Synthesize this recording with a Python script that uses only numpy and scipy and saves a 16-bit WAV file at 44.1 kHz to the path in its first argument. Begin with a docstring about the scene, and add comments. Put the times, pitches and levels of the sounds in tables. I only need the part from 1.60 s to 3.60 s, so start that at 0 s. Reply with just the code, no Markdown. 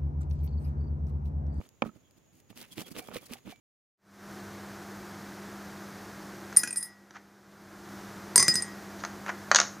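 """Scaling a fish

Outdoors and close by, a large curved blade knocks down on a slab and settles, then scrapes
to and fro over a small fish about six times a second. Scales crackle and snap as the edge
catches them, the slab rumbles under the push, and the steel rings and squeaks faintly.
Behind it all lie a low hum and a thin high whine."""
import sys
import numpy as np
from scipy import signal
from scipy.fft import rfft, irfft, next_fast_len
from scipy.io import wavfile
from scipy.ndimage import uniform_filter1d

SR = 44100
rng = np.random.default_rng(int(sys.argv[2]) if len(sys.argv) > 2 else 0)


def output_pcm(signal):
    """Save a mono or channel-first signal as 16-bit PCM at the path in sys.argv[1].

    Samples are clipped to [-1, 1] before scaling.
    """
    pcm = np.clip(np.atleast_2d(signal).T, -1, 1) * 32767
    wavfile.write(sys.argv[1], SR, np.round(pcm).astype(np.int16))


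N = 88200
TIME = np.arange(N) / SR


def from_db(db):
    """Turn decibels into a number to multiply by."""
    return 10 ** (np.asarray(db) / 20)


def rms_one(x):
    """Scale a sound so its average power is 1."""
    return x / np.sqrt(np.mean(x ** 2) + 1e-20)


def pan(db):
    """Share a sound between the ears: plus is left, minus is right."""
    return rms_one(from_db([[db / 2], [-db / 2]]))


def add(track, start_s, sound):
    """Mix a short sound in at its time."""
    first = int(np.clip(start_s * SR, 0, N - 1))
    track[first:first + len(sound)] += sound[:N - first]


def click(start_s, db):
    """A click one sample long."""
    return from_db(db) * (np.arange(N) == max(int(start_s * SR), 0))


def colour(x, tone, size=4096):
    """Make each pitch louder or softer, following a table of pitch_hz, level_db."""
    hz, db = np.transpose(tone)
    grid_hz = np.maximum(np.fft.rfftfreq(size, 1 / SR), 1)
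    gains = from_db(np.interp(np.log(grid_hz), np.log(hz), db))
    # fold the filter in time so nothing sounds before its cause
    cepstrum = irfft(np.log(gains))
    cepstrum[1:size // 2] *= 2
    cepstrum[size // 2 + 1:] = 0
    response = irfft(np.exp(rfft(cepstrum)))
    length = next_fast_len(N + size)
    return irfft(rfft(x, length) * rfft(response, length), length)[..., :N]


def ring(x, hz, fade_s):
    """Each click in x starts a note that dies away by 60 dB in fade_s."""
    decay, turn = from_db(-60 / (fade_s * SR)), 2 * np.pi * hz / SR
    return signal.lfilter([0, np.sin(turn)], [1, -2 * decay * np.cos(turn), decay ** 2], x + 1e-18)


def stereo_noise(alike):
    """Hiss; alike (0 to 1) is the share both ears have in common."""
    return np.sqrt(alike) * rng.standard_normal(N) + np.sqrt(1 - alike) * rng.standard_normal((2, N))


def whistle(hz, width_hz, alike):
    """A wavering whistle: hiss narrowed twice around one pitch."""
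    fade_s = np.log(1000) / (np.pi * width_hz)
    return rms_one(ring(ring(stereo_noise(alike), hz, fade_s), hz, fade_s))


# Tone of the outdoor hum: pitch_hz, level_db
HUM_TONE = [(25, -31), (60, -5), (105, 0.5), (190, -5.5), (260, -6.5), (500, -11.5), (750, -16),
            (1500, -22.5), (3100, -23.5), (4400, -30), (6700, -28), (8500, -35.5), (13000, -31.5),
            (15500, -32.5)]


def background():
    """A low outdoor hum and a thin, steady whine."""
    hum = from_db(-65.5) * rms_one(colour(stereo_noise(alike=0.31), HUM_TONE))
    whine = from_db(-76) * whistle(hz=6710, width_hz=260, alike=0.24)
    return (hum + whine) * pan(-2)


# Blade and fish hit the slab: start_s, strength_db, brightness_hz
KNOCKS = [(.001, -5.5, 264), (0.012, -22.5, 2370), (.062, -39, 4230), (0.221, 2.5, 6350),
          (0.2247, -2, 2460), (0.2377, -3.5, 460), (.258, -15, 870), (0.294, -37, 2500), (.359, -16, 238),
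          (0.91, -13.5, 230), (.927, -33, 2200), (1.182, -15, 1160), (1.214, -15.5, 900),
          (1.4857, -14.5, 1670), (1.514, -25, 3000), (1.567, -14.5, 1010), (1.628, -27.5, 1520),
          (1.756, -48, 1500), (1.874, -20.5, 1190)]
# Notes of the slab with the blade on it: pitch_hz, strength_db, fade_s, pan_db
SLAB_NOTES = [(109.7, -36.5, 0.087, -21), (223.6, -23.5, 0.04, -20), (542, -17, 0.011, -7),
              (890, -19.5, 0.016, -4), (1020, -20, .014, 17), (1218, -23.5, 0.021, -3),
              (1465, -27.5, .012, 0), (1780, -37.5, 0.036, -4), (2257, -23.5, 0.018, -10.5),
              (2500, -23, .012, -10), (3180, -28, 0.011, -13.5), (4860, -39.5, 0.013, -16),
              (6570, -43, 0.023, -8)]
# Tone of crushed grit, also used for breaking scales: pitch_hz, level_db
CRUNCH_TONE = [(700, -7.5), (1500, -10.5), (2000, -3.5), (2600, -1.5), (3500, -3.5), (4500, -12.5),
               (6000, -16), (10000, -29)]
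CRUNCH_PAN_DB, FIZZ_PAN_DB = -3.5, 2


def knocks():
    """Each hit makes the slab ring briefly; harder hits crush grit more loudly."""
    force, grit, t = np.zeros(N), np.zeros(N), TIME[:1024]
    grit_fade_s = 0.0025
    for start_s, strength_db, brightness_hz in KNOCKS:
        pulse = t * np.exp(-2 * np.pi * brightness_hz * t)  # shorter sounds brighter
        pulse = from_db(strength_db) * pulse / pulse.sum()
        add(force, start_s, pulse)
        add(grit, start_s, pulse.max() * np.exp(-t / grit_fade_s))
    # the sound follows the slab's speed, so there is no deep bass
    jolt = np.diff(force, prepend=0) * SR / (2 * np.pi)
    slab = sum(from_db(db) * (-1) ** k * ring(jolt / hz, hz, fade_s) * pan(pan_db)
               for k, (hz, db, fade_s, pan_db) in enumerate(SLAB_NOTES))
    crack = colour(grit * stereo_noise(alike=0.8), CRUNCH_TONE)
    return slab + from_db(-18) * crack * pan(CRUNCH_PAN_DB)


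def random_clicks(per_s, spread_db):
    """Clicks of uneven size at random times."""
    return (rng.random(N) < per_s / SR) * from_db(spread_db * np.minimum(rng.exponential(1, N), 4))


def even_out(x, even_s):
    """Hold the power near 1 over each stretch of even_s."""
    return x / np.sqrt(uniform_filter1d(np.mean(x ** 2, axis=0), int(even_s * SR) + 1) + 1e-12)


def grains(tone, per_s, spread_db, grain_s, alike, even_s):
    """A stream of tiny breaks, each a short puff of hiss."""
    sizes = random_clicks(per_s, spread_db)
    power = signal.lfilter([1], [1, -np.exp(-2 / (grain_s * SR))], sizes ** 2 + 1e-12)
    return even_out(colour(np.sqrt(power) * stereo_noise(alike), tone), even_s)


def wet_crackle(per_s, spread_db, cycles, even_s, pitch_count=18):
    """Scales flick up one by one, each ringing for a few cycles at its own pitch and place."""
    flicks = random_clicks(per_s, spread_db) * np.sign(rng.standard_normal(N))
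    lean = 0.5 * rng.standard_normal(N)  # left or right
    flicks = flicks * np.array([1 + lean, 1 - lean])
    choice = rng.integers(0, pitch_count, N)
    pitches = np.geomspace(900, 7000, pitch_count)
    gains = from_db(np.interp(pitches, *np.transpose(CRUNCH_TONE))) * pitches
    crackle = sum(gains[k] * ring(flicks * (choice == k), hz, cycles / hz)
                  for k, hz in enumerate(pitches))
    return even_out(crackle, even_s)


def pressure(start_s, end_s, level_db):
    """One layer's loudness: each stroke comes in fast, swells, drops and leaves a faint drag."""
    attack_s, release_s, drag_s = 0.0067, 0.0065, 0.095
    swell_db, drag_db = 2, -21
    t = np.linspace(0, N / SR, 1500)[:, None]
    before, after = np.maximum(start_s - t, 0), np.maximum(t - end_s, 0)
    progress = np.clip((t - start_s) / np.maximum(end_s - start_s, 1e-3), 0, 1)
    rise = np.exp(-before / attack_s) * from_db(swell_db * (progress - 1))
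    tail = np.exp(-after / release_s) + from_db(drag_db) * np.exp(-after / drag_s)
    return np.interp(TIME, t[:, 0], np.linalg.norm(from_db(level_db) * rise * tail, axis=1))


# Strokes of the blade: start_s, end_s, rumble_db, rasp_db, crunch_db, fizz_db
STROKES = [(.005, 0.067, -66, -69.5, -67, -69), (0.249, 0.275, -46, -49, -61, -73.5),
           (0.278, 0.29, -47, -79, -70, -86), (0.354, 0.368, -57, -67.5, -73.5, -73.5),
           (0.57, 0.584, -63.5, -82, -74, -72), (0.732, .805, -68, -89, -77, -71),
           (0.904, 0.906, -51.5, -62, -57, -60), (0.965, 1.027, -55.5, -62, -56, -54.5),
           (1.007, 1.051, -66, -73, -56, -63.5), (1.063, 1.11, -73, -68.5, -70.5, -67.5),
           (1.12, 1.134, -54, -75, -60, -52.5), (1.163, 1.183, -60, -65.5, -55.5, -56),
           (1.18, 1.194, -39, -54, -48, -49.5), (1.199, 1.22, -49, -50.5, -48.5, -46.5),
           (1.263, 1.287, -55.5, -56.5, -57, -54.5), (1.313, 1.32, -46, -59, -57, -50.5),
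           (1.354, 1.374, -49.5, -48, -51, -55.5), (1.379, 1.396, -43.5, -43, -47.5, -44.5),
           (1.425, 1.494, -67, -59, -64.5, -60.5), (1.508, 1.527, -51, -50, -59.5, -70),
           (1.54, 1.564, -46, -54.5, -46.5, -50.5), (1.57, 1.572, -53, -42.5, -44.5, -46),
           (1.614, 1.642, -62, -63, -66.5, -60), (1.664, 1.663, -57.5, -71, -56, -48.5),
           (1.695, 1.716, -54.5, -54, -57.5, -61), (1.722, 1.74, -59, -52, -49, -49),
           (1.74, 1.789, -76, -69, -63, -68.5), (1.86, 1.898, -44, -56.5, -58, -66),
           (1.897, 1.923, -75, -59, -53.5, -57.5)]
# Tones of the slab's low rumble, the middle rasp and the scales' high fizz: pitch_hz, level_db
RUMBLE_TONE = [(30, -20.5), (80, -11), (140, -5), (200, 3), (240, 1.5), (330, -3.5), (450, -22.5),
               (800, -43.5)]
RASP_TONE = [(200, -33), (370, 3), (490, 0.5), (650, -6), (1000, -14.5), (1220, -7.5), (1600, -16),
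             (3000, -34)]
FIZZ_TONE = [(2500, -24.5), (4500, 2), (6000, -0.5), (7500, -1.5), (10000, 2), (13000, 1), (15500, -2),
             (18000, -17.5)]


def scraping():
    """The edge catches on scale after scale, shaking the slab and spraying fine crackle."""
    start_s, end_s, *layers_db = np.transpose(STROKES)
    push, rub, bite, spray = [pressure(start_s, end_s, db) for db in layers_db]
    rumble = grains(RUMBLE_TONE, per_s=700, spread_db=0.5, grain_s=0.0012, alike=0.46, even_s=0.012)
    rasp = grains(RASP_TONE, per_s=330, spread_db=-0.5, grain_s=0.0014, alike=0.69, even_s=0.0098)
    crunch = wet_crackle(per_s=3600, spread_db=2.0, cycles=13.4, even_s=0.021)
    fizz = grains(FIZZ_TONE, per_s=1800, spread_db=3.2, grain_s=0.0012, alike=0.15, even_s=0.03)
    return (push * rumble * pan(-10) + rub * rasp * pan(-6)
            + bite * crunch * pan(CRUNCH_PAN_DB) + spray * fizz * pan(FIZZ_PAN_DB))


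# Single scales snap off: start_s, level_db, spit_boost_db
SNAPS = [(.0903, -56, 19.5), (0.51, -57.5, 12.5), (.802, -55.5, 13), (0.9033, -51.5, 3),
         (.9752, -35.5, 6.5), (1.0147, -37.5, 11.5), (1.0547, -48, -3), (1.1812, -25.5, -18),
         (1.197, -31, -3), (1.2125, -44, 12), (1.3205, -49.5, 15.5), (1.365, -29, -15), (1.3862, -30, -12),
         (1.3935, -27, -5), (1.474, -49, 17.5), (1.545, -37, 11.5), (1.5667, -24.5, -9), (1.7355, -29, 7.5),
         (1.77, -43, -9), (1.913, -37.5, -4), (1.96, -48, 1)]


def snaps(spit_s=0.001):
    """A scale gives way: a sharp crack with a brief spit of high hiss."""
    cracks = sum(click(start_s, db) for start_s, db, _ in SNAPS)
    crack = colour(cracks, CRUNCH_TONE) / np.abs(colour(click(0, 0), CRUNCH_TONE)).max()
    spits = sum(click(start_s, db + boost_db) for start_s, db, boost_db in SNAPS)
    spit_level = signal.lfilter([1], [1, -np.exp(-1 / (spit_s * SR))], spits + 1e-18)
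    spit = colour(spit_level * stereo_noise(alike=0.6), FIZZ_TONE)
    return crack * pan(CRUNCH_PAN_DB) + from_db(-8) * spit * pan(FIZZ_PAN_DB)


# Notes that linger, high ones in the blade and low ones in the fish's hollow body: start_s, pitch_hz, level_db,
# fade_s
RINGS = [(.261, 220, -31.5, .11), (.257, 1270, -53, 0.15), (.2925, 1305, -45.5, 0.035),
         (1.231, 746, -51, .05), (1.418, 738, -47.5, 0.09), (1.41, 2326, -51.5, 0.11),
         (1.559, 489, -28.5, 0.048), (1.585, 2355, -50, 0.064), (1.711, 236.3, -34.5, 0.099),
         (1.756, 778, -45, 0.043), (1.925, 728, -42, 0.043), (1.925, 2320, -53.5, 0.17)]


def ringing():
    """Notes ring on when the edge catches or springs free: the blade high, the fish's hollow body low."""
    notes, t = np.zeros(N), TIME[:N // 4]
    for start_s, hz, db, fade_s in RINGS:
        add(notes, start_s, from_db(db - 60 * t / fade_s) * np.sin(2 * np.pi * hz * t))
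    return notes * pan(-9)


# Squeaks of the edge: start_s, length_s, level_db
SQUEAKS = [(0.429, .065, -74), (1.107, 0.032, -55), (1.241, 0.04, -58), (1.435, 0.068, -64),
           (1.61, 0.047, -63.5)]


def squeaks():
    """The edge slips and squeaks thinly on light strokes."""
    slip = np.zeros(N)
    for start_s, length_s, db in SQUEAKS:
        arch = np.abs(np.sin(np.linspace(0, np.pi, int(length_s * SR))))
        add(slip, start_s, from_db(db) * np.sqrt(arch))
    return slip * whistle(hz=3295, width_hz=210, alike=0.5) * pan(-9)


def scene():
    """The work lies a little to the right, so the left ear hears it a touch later."""
    left, right = knocks() + scraping() + snaps() + ringing() + squeaks()
    delay_s = 0.00004
    return np.array([np.roll(left, round(delay_s * SR)), right]) + background()


def record(dry):
    """Cut away the very highest treble."""
    cutoff_hz = 15900
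    return signal.sosfilt(signal.ellip(10, 0.2, 70, cutoff_hz, fs=SR, output="sos"), dry)


dry = scene()
out = record(dry)
output_pcm(out)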